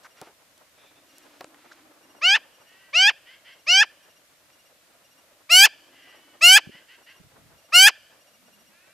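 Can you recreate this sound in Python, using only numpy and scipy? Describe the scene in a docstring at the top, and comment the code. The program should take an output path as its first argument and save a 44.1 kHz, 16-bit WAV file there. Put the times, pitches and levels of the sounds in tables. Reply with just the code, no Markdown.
"""A magpie close to the microphone gives six nasal, rising calls, three softer and three loud.
Each is a gliding stack of harmonics from the syrinx, shaped by the throat and the opening beak;
the loud calls get a bright, harsh edge, as from an overloaded microphone.
The snowy yard returns a faint echo, and other magpies whine and chatter far off. Underneath lie
a quiet outdoor hush, small taps and scuffs, the lens motor, and soft bumps of air on the microphone."""
import sys
import numpy as np
from scipy import signal
from scipy.fft import rfft, irfft, next_fast_len
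from scipy.io import wavfile
from scipy.ndimage import uniform_filter1d

SR = 44100
rng = np.random.default_rng(int(sys.argv[2]) if len(sys.argv) > 2 else 0)


def generate_wav(signal):
    """Clip the signal to [-1, 1] and save it as 16-bit WAV at the path in sys.argv[1]."""
    frames = np.transpose(np.atleast_2d(signal))
    scaled = np.clip(frames, -1, 1) * 32767
    pcm = np.round(scaled).astype(np.int16)
    wavfile.write(sys.argv[1], SR, pcm)


N = 393813

# The close bird's calls: start t/s, top of the rise t/s, attack/s, level/dB, growth over the climb/dB,
# low pitch f/Hz, climb/Hz, scoop time/s, roughness of the break (0-1), lower formant at the onset/dB,
# its snap at the top/dB, upper ring f/Hz, upper ring/dB, overload treble/dB
NEAR_CALLS = [(2.208, 2.356, 0.052, -14.5, -0.5, 647.7, 207.8, 0.014, 0.38, 6.5, 7, 5450, 0.5, -9),
              (2.924, 3.09, .047, -14, 2.5, 661, 187, 0.018, 0.05, -10, 3, 5300, 2, -9),
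              (3.66, 3.823, 0.046, -13.5, 3, 663.5, 171.3, 0.015, 0, -10.5, 17, 5470, 7.5, -6),
              (5.488, 5.651, .048, -9, 2.5, 664.7, 160, 0.0093, 0.09, -3.5, 1, 4500, 5.5, 12.5),
              (6.405, 6.572, .047, -8, -1, 646.7, 166, 0.0076, .22, -3, 8, 4400, 2.5, 10.5),
              (7.717, 7.879, 0.046, -8.5, 0.5, 662, 168.7, 0.0083, 0.33, 11, 10.5, 4520, 4.5, 12)]
# Resonances of throat and beak: f/Hz, level/dB
THROAT = [(600.0, -23.5), (850.0, -17.5), (1250.0, -20), (1420.0, -20.5), (1750.0, -11.5), (2000.0, -13.5),
          (2400.0, -4.5), (2850.0, -4), (3550.0, -17.5), (4600.0, -16), (5900.0, -22.5), (6900.0, -29.5),
          (7800.0, -32), (9000.0, -39.5), (11500.0, -42.5), (15500.0, -46.5)]
# The syrinx favours its even harmonics: harmonic number, level/dB
SYRINX = [(1.0, 2), (2.0, 9), (3.0, -1), (4.0, 5), (5.0, -10), (6.0, 1.5), (7.0, -2), (8.0, 5.5), (9.0, -6),
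          (10.0, 9), (11.0, -4.5), (12.0, 7), (13.0, 0), (14.0, 7), (15.0, 2)]
# Echoes from the yard: delay t/s, level/dB ahead of the yard's colour
YARD_ECHOES = [(.021, -42.5), (0.048, -41), (.083, -40.5), (.25, -53.5)]
# Colour of the yard's reflections: f/Hz, level/dB
YARD_COLOUR = [(300, -13.5), (1700, -2.5), (3200, -2.5), (5000, -3.5), (8000, -13), (15000, -27)]
# Far birds: t/s, length/s, level/dB, pitch f/Hz, glide/Hz, roughness (0-1), factor on the formants
FAR_CALLS = [(0.755, .165, -60.5, 873, 30.5, 1.06, 1.2), (0.948, 0.057, -63, 890, 33, .5, 1.23),
             (2.622, 0.33, -58, 385, 38.5, .6, 0.95), (3.246, 0.13, -51, 520, 120, 0.6, 1.01),
             (3.435, .122, -50, 515, 113.5, 0.7, 1.01), (5.89, 0.32, -55, 402, -34.5, 0.8, 0.99),
             (6.136, 0.27, -61.5, 375, -7.5, 0.3, 1), (6.701, 0.11, -51.5, 503, 82.5, 0.76, 1),
             (6.872, 0.1, -52, 510, 123.5, 0.63, 0.97), (7.054, 0.089, -51, 515, 140, 0.66, 0.97),
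             (8.672, 0.35, -63, 374.5, 118.5, .2, 0.85)]
# Their colour after the long way through the air: f/Hz, level/dB
FAR_COLOUR = [(400, -28), (1100, -18.5), (1600, -6), (2000, 2.5), (2450, -10), (3000, 3), (3700, -17.5),
              (4900, -13.5), (7000, -38)]
# Small taps: t/s, level/dB, ring f/Hz, ring t60/s, tick gain/dB
TAPS = [(0.215, -33, 573, 0.09, 5.5), (0.272, -43, 560, 0.15, -20), (.578, -46, 5500, 0.016, -10),
        (1.183, -35.5, 11000, 0.011, -15), (1.41, -36, 3300, 0.0053, 6), (1.4078, -28.5, 680, 0.056, -30),
        (1.444, -27.5, 640, 0.015, -1.5), (1.545, -41, 900, 0.028, -5), (4.502, -47, 1280, 0.027, -5)]
# Scuffs and rustles: t/s, length/s, level/dB, centre f/Hz, width/octaves
SCUFFS = [(0.043, 0.03, -47, 1360, 0.48), (0.028, 0.045, -58.5, 4500, 0.65), (0.148, 0.16, -56, 1100, 1.4),
          (1.032, 0.48, -62.5, 2020, 1.24), (1.534, 0.33, -61.5, 1580, 1),
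          (1.711, 0.014, -47.5, 1480, 0.27), (1.712, 0.025, -56.5, 4500, 0.54)]
# Bumps and gusts of air on the microphone: t/s, length/s, level/dB, centre f/Hz, width/octaves
AIR_BUMPS = [(0.213, 0.015, -51, 172, 0.95), (6.67, 0.012, -39, 169, 0.48), (6.69, 0.014, -44.5, 250, 0.6),
             (6.745, 0.016, -56, 188, 0.37), (7.193, 0.0306, -52, 109.6, 0.85),
             (7.236, 0.048, -56.5, 119, 0.73), (7.258, 0.38, -62.5, 101.4, 1),
             (8.245, 0.64, -69, 215, 0.21)]
# The lens starts to hunt for focus: t/s
FOCUS_HUNTS = [.035, 1.085, 2.025, 2.535, 3.52, 4.024, 4.52, 5.04, 6.02, 7.025, 7.574, 8.2, 8.455, 8.529]
# Partials of the lens motor: f/Hz, level/dB
LENS_WHINE = [(2826, -66), (5650, -68), (8475, -82.5), (11295, -74.5), (12705, -81)]
# Spectrum of the outdoor hush: f/Hz, relative level/dB
HUSH_COLOUR = [(25, -26.5), (100, -13.5), (230, -12), (430, -10), (570, -7.5), (740, -9.5), (1200, -9.5),
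               (2500, -14), (3500, -16), (6200, -18.5), (14200, -21.5), (15000, -44.5)]
# How alike the hush is at left and right: f/Hz, likeness (0-1)
HUSH_LIKENESS = [(60, 0.67), (180, 0.28), (550, 0.68), (1650, 0.36), (4970, 0.1), (15000, 0.049)]
# Swells of the distant murmur: crest t/s, half length/s, level/dB above the lull
MURMUR_SWELLS = [(0, 0.13, 8.5), (1.9, 0.96, 6.5), (3.904, .4, 2), (6.2, .4, 6), (7.4, 0.24, 5.5)]
# A far drone comes up twice: start t/s, end t/s, level/dB
DRONE_SPANS = [(.8, 2.595, -66.5), (5.544, 6.948, -70)]

ROUGH_CLEAR, ROUGH_START, ROUGH_FALL = .016, .16, .1  # clear on the climb, hoarser at both ends


def near_magpie():
    """The close bird at the microphone, with the yard answering behind it."""
    voice = np.zeros(N)
    for row in NEAR_CALLS:
        add(voice, *near_call(*row))
    return microphone_ports(voice) + yard_echoes(voice) + amp(-40) * yard_tail(voice, t60=.9)


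def near_call(start, top, attack_s, call_db, growth_db, low_hz, climb_hz, scoop_s, crack, onset_db,
              snap_db, ring_hz, ring_db, overload_treble_db, flutter_hz=122, snap_s=.014, hiss_db=-50):
    """Harmonics of the syrinx glide up through the throat while the beak opens, then collapse."""
    climb_s = top - start
    t = np.arange(0, climb_s + .038, 1 / SR)
    size, rise = len(t), np.minimum(t / climb_s, 1)
    hz, level_db, beak_db, rough = call_gesture(t, climb_s, attack_s, low_hz, climb_hz, scoop_s, crack)
    effort_db = call_db + growth_db * (rise - .5)
    # the lower formant colours the onset, and near the top the voice snaps onto it
    lower_db = onset_db * (1 - rise) ** 3 + snap_db * np.exp(-((t - climb_s) / snap_s) ** 2)
    # the membranes flutter more as the pitch climbs, and stumble where the voice is rough
    tremor = .0095 * rise ** .7 * np.sin(2 * np.pi * (flutter_hz * t + rng.random()))
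    hz = hz * (1 + tremor + (.0015 + .08 * rough) * band(size, 200, 1))
    phase = 2 * np.pi * np.cumsum(hz) / SR

    def colour_db(f):
        """The throat's resonances; loud calls get a harsh edge, as from an overloaded microphone."""
        formants_db = read(THROAT, f) + ring_db * bell(f, ring_hz, .24)
        return formants_db + np.interp(f, [4500, 9500], [0, overload_treble_db])

    voice = np.zeros(size)
    for k in range(1, 29):
        f = k * hz
        db = colour_db(f) + np.interp(k, *np.transpose(SYRINX)) + lower_db * bell(f, 1400, .4)
        # the open beak lets out the upper formant; nearly shut, it muffles the treble
        db += beak_db * np.log2(np.clip(f, 1400, 4000) / 2800)
        db += np.minimum(beak_db, 0) * .99 * np.log2(np.maximum(f / 3500, 1))
        # the overtones swell and fade each on its own, and the highest fray
        db += 4 * np.minimum(f / 6000, 1) ** 2 * np.tanh(1.3 * band(size, 14, 1))
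        fray = rough * min(.25 * k, 1.2) + .24 * np.minimum(f / 11500, 1) ** 3
        waver = 1 + fray * band(size, 100, 1) + 1j * fray * band(size, 120, .76)
        waver /= np.sqrt(1 + 2 * fray ** 2)
        voice += amp(db) * (f < SR / 2) * (waver * np.exp(1j * (k * phase + throat_phase(f)))).real
    # where the voice breaks, strong and weak pulses alternate
    voice *= 1 + np.maximum(rough - ROUGH_START, 0) * np.cos(phase / 2)
    voice /= np.sqrt(uniform_filter1d(voice ** 2, size=400) + 1e-9)
    pulsed_noise = rng.standard_normal(size) * (1 + np.cos(phase))
    hiss = shaped(pulsed_noise, lambda f: .5 * colour_db(f) - 10 * np.log10(1 + (3000 / (f + 1)) ** 2))
    voice += amp(hiss_db + .7 * overload_treble_db) * unit(hiss)
    return start, voice * amp(level_db + effort_db) * signal.windows.tukey(size, .13)


def call_gesture(t, climb_s, attack_s, low_hz, climb_hz, scoop_s, crack):
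    """Pitch, loudness, beak tilt and roughness: the call scoops up, climbs, flicks and collapses."""
    scoop_hz, flick_hz, flick_s, turn_s, collapse_s = 213, 60.2, .0115, .007, .022
    faint_db, hold_s, fade_db_per_s = -32.5, .004, 1280
    opening_s, shutting_s, clearing_s, break_s = .02, .031, .01, .0075
    shut_tilt, open_tilt = -10.5, 3.5  # dB per octave
    rise, past = np.minimum(t / climb_s, 1), np.maximum(t - climb_s, 0)
    flick = flick_hz * np.exp(-((1 - rise) * climb_s / flick_s) ** 2)
    hz = low_hz + climb_hz * rise - scoop_hz * np.exp(-t / scoop_s) + flick
    hz *= np.exp(-(np.hypot(past, turn_s) - turn_s) / collapse_s)
    level_db = faint_db * np.maximum(1 - t / attack_s, 0) ** 2
    level_db -= fade_db_per_s * np.maximum(past - hold_s, 0)
    opening = 1 - np.exp(-t / opening_s) - np.minimum(past / shutting_s, 1)
    rough = ROUGH_CLEAR + ROUGH_START * np.exp(-t / clearing_s)
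    rough += ROUGH_FALL * np.minimum(past / clearing_s, 1)
    rough += crack * np.exp(-((t - climb_s) / break_s) ** 2)
    return hz, level_db, shut_tilt + (open_tilt - shut_tilt) * opening, rough


def throat_phase(hz):
    """The phase lag of the throat's resonances, so that each pulse rings after it strikes."""
    f = np.fft.fftfreq(4096, 1 / SR)
    lag = -signal.hilbert(np.log(amp(read(THROAT, abs(f))))).imag
    return np.interp(hz, f[f >= 0], lag[f >= 0])


def microphone_ports(voice):
    """The microphone's two ports hear the close bird's treble slightly differently."""
    side = np.zeros(N)
    add(side, .00091, amp(-17) * highpass(voice, hz=2500, order=4))
    add(side, .00087, amp(-14) * highpass(voice, hz=7500, order=4))
    return np.array([voice + side, voice - side])


def yard_echoes(voice):
    """The yard sends back a few faint, dull echoes."""
    out = np.zeros(N)
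    dull = shaped(voice, lambda f: read(YARD_COLOUR, f))
    for delay, db in YARD_ECHOES:
        add(out, delay, amp(db) * dull)
    return out


def yard_tail(voice, t60, width=.3):
    """Trees and buildings scatter the sound, a little differently to each side of the microphone."""
    t = np.arange(SR) / SR
    reflections = rng.standard_normal((2, SR)) * (rng.random((2, SR)) < 2000 / SR)
    reflections *= amp(-60 * t / t60) * np.minimum(t / .01, 1)
    coloured = shaped(reflections, lambda f: read(YARD_COLOUR, f) - read(YARD_COLOUR, 2500))
    mid, side = coloured / np.linalg.norm(reflections[0])
    return signal.fftconvolve(voice[None], stereo(mid, width * side), axes=1)[:, :N]


def far_magpies(direct_db=-1, tail_db=-6, droop=.05):
    """Birds far off, from a clean whine to a harsh chatter, arrive with much scattered sound."""
    calls = np.zeros(N)
    for start, length, db, hz, glide_hz, rough, formants in FAR_CALLS:
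        size = round(length * SR)
        along = np.linspace(-1, 1, size)
        arch_hz = hz * (1 - droop * along ** 2) + glide_hz * along / 2
        phase = 2 * np.pi * np.cumsum(arch_hz * (1 + .075 * rough * band(size, 150, 1))) / SR
        pulses = unit(sum(np.cos(k * phase + 2 * np.pi * rng.random()) for k in range(1, 17)))
        rasp = .5 * rough * rng.standard_normal(size)
        voice = shaped(pulses + rasp, lambda f: read(FAR_COLOUR, f / formants))
        add(calls, start, amp(db) * unit(voice) * signal.windows.tukey(size, .5))
    return amp(direct_db) * calls + amp(tail_db) * yard_tail(calls, t60=.3)


def taps(tick_s=.00042):
    """Each small tap is a tick and a short, dull ring."""
    out, t = np.zeros(N), np.arange(SR // 10) / SR
    for start, db, hz, t60, tick_db in TAPS:
        ring = .56 * band(len(t), hz, .91) * amp(-60 * t / t60)
        tick = amp(tick_db) * band(len(t), 1900, 1.35) * np.exp(-t / tick_s)
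        add(out, start, amp(db) * highpass(ring + tick, hz=130, order=2))
    return out


def scuffs():
    """Scuffs and rustles are brief swells of noise, dead centre."""
    out = np.zeros(N)
    for start, length, db, hz, octaves in SCUFFS:
        size = round(length * SR)
        add(out, start, amp(db) * band(size, hz, octaves) * signal.windows.tukey(size, .4))
    return out


def air_bumps(width=.62):
    """Air nudges the microphone: soft, low puffs, unequal on the two sides."""
    out = np.zeros((2, N))
    for start, length, db, hz, octaves in AIR_BUMPS:
        size = round(length * SR)
        puff = stereo(band(size, hz, octaves), width * band(size, hz, octaves))
        add(out, start, amp(db) * puff * signal.windows.tukey(size, .7))
    return out


def lens_motor(nudges=3, nudge_s=.034, spacing_s=.066):
    """At the camera, each hunt for focus is a few even nudges of a faintly whining motor."""
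    out, t = np.zeros(N), np.arange(0, nudge_s, 1 / SR)
    for start in FOCUS_HUNTS:
        for k in range(nudges):
            whine = sum(amp(db) * np.sin(2 * np.pi * (hz * t + rng.random())) for hz, db in LENS_WHINE)
            add(out, start + k * spacing_s, 2 ** .5 * whine * signal.windows.tukey(len(t), .5))
    return out


def outdoor_hush(level_db=-58.5, lull_db=-5.5, lumps_db=4):
    """The yard's ambience: steady fine hiss above, a lumpy, swelling murmur from the distance below."""
    t = np.arange(N) / SR
    common, own = rng.standard_normal((2, N))
    mid = shaped(common, lambda f: read(HUSH_COLOUR, f) + 10 * np.log10(1 + read(HUSH_LIKENESS, f)))
    side = shaped(own, lambda f: read(HUSH_COLOUR, f) + 10 * np.log10(1 - read(HUSH_LIKENESS, f)))
    air = amp(level_db) * unit(stereo(mid, side))
    # only the band from 200 to 1500 Hz swells
    murmur = shaped(air, lambda f: -20 * np.log10(1 + (f / 1500) ** 4 + (200 / (f + 1)) ** 4))
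    crests_db = sum(db * np.exp(-((t - crest) / half) ** 2) for crest, half, db in MURMUR_SWELLS)
    swell_db = lull_db + crests_db + lumps_db * band(N, 5.5, 1.6)
    return air + murmur * (amp(swell_db) - 1)


def patter(level_db=-70.5, hz=590):
    """A soft patter in the background: narrow noise whose level flickers fast and drifts slowly."""
    noise = band(N, hz, .25)
    flicker_db = 5 * np.tanh(band(N, 27, .86))
    drift_db = 3 * np.tanh(band(N, 1.5, 1))
    return amp(level_db) * unit(noise * amp(flicker_db + drift_db))


def far_drone(hz=300, rest_db=-78.5):
    """A narrow hum far off rises from a faint floor and sinks back."""
    level = np.full(N, amp(rest_db))
    for start, end, db in DRONE_SPANS:
        add(level, start, amp(db) * signal.windows.tukey(round((end - start) * SR), .5))
    return level * band(N, hz, .2)


def amp(db):
    """Decibels to gain."""
    return 10 ** (np.asarray(db) / 20)


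def unit(x):
    """Scales to an rms of 1."""
    return x / np.sqrt(np.mean(x ** 2) + 1e-20)


def stereo(mid, side):
    """Mid and side to left and right."""
    return np.array([mid + side, mid - side])


def read(points, hz):
    """Reads a spectrum on a logarithmic frequency axis."""
    f, value = np.transpose(points)
    return np.interp(np.log(hz + 1), np.log(f + 1), value)


def bell(f, hz, octaves):
    """A bell-shaped weight on a logarithmic frequency axis."""
    return np.exp(-(np.log2((f + 1) / hz) / octaves) ** 2)


def add(mix, start_s, sound):
    """Mixes a sound in at a time."""
    part = mix[..., max(round(start_s * SR), 0):][..., :sound.shape[-1]]
    part += sound[..., :part.shape[-1]]


def highpass(x, hz, order):
    """Rolls off the sound below a frequency."""
    return signal.sosfilt(signal.butter(order, hz, "high", fs=SR, output="sos"), x)


def shaped(x, colour_db):
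    """Filters by a function from Hz to dB."""
    size = x.shape[-1]
    padded = next_fast_len(size)
    gain = amp(colour_db(np.fft.rfftfreq(padded, 1 / SR)))
    return irfft(rfft(x, padded) * gain, padded)[..., :size]


def band(size, hz, octaves):
    """Noise of rms 1 in a bell-shaped band."""
    noise = rng.standard_normal(size)
    return unit(shaped(noise, lambda f: -4.34 * (np.log2((f + 1) / hz) / octaves) ** 2))


def scene():
    """Everything that reaches the microphone in the yard."""
    events = near_magpie() + far_magpies() + taps() + scuffs() + air_bumps()
    return events + outdoor_hush() + patter() + far_drone() + lens_motor()


def record(dry, rumble_db=-10, rumble_hz=90, edge_hz=15750):
    """At the microphone the loudest peaks are rounded off and stir a low rumble; then the band limit."""
    rounded = dry / (1 + dry ** 8) ** (1 / 8)
    power = uniform_filter1d(dry ** 2, size=400, axis=1)
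    low_noise = stereo(band(N, rumble_hz, .91), .5 * band(N, rumble_hz, 1))
    rumble = amp(rumble_db) * power ** 3 * low_noise
    lowpass = signal.firwin(511, edge_hz, window=("kaiser", 9), fs=SR)
    return signal.oaconvolve(rounded + rumble, lowpass[None], "same")


dry = scene()
out = record(dry)
generate_wav(out)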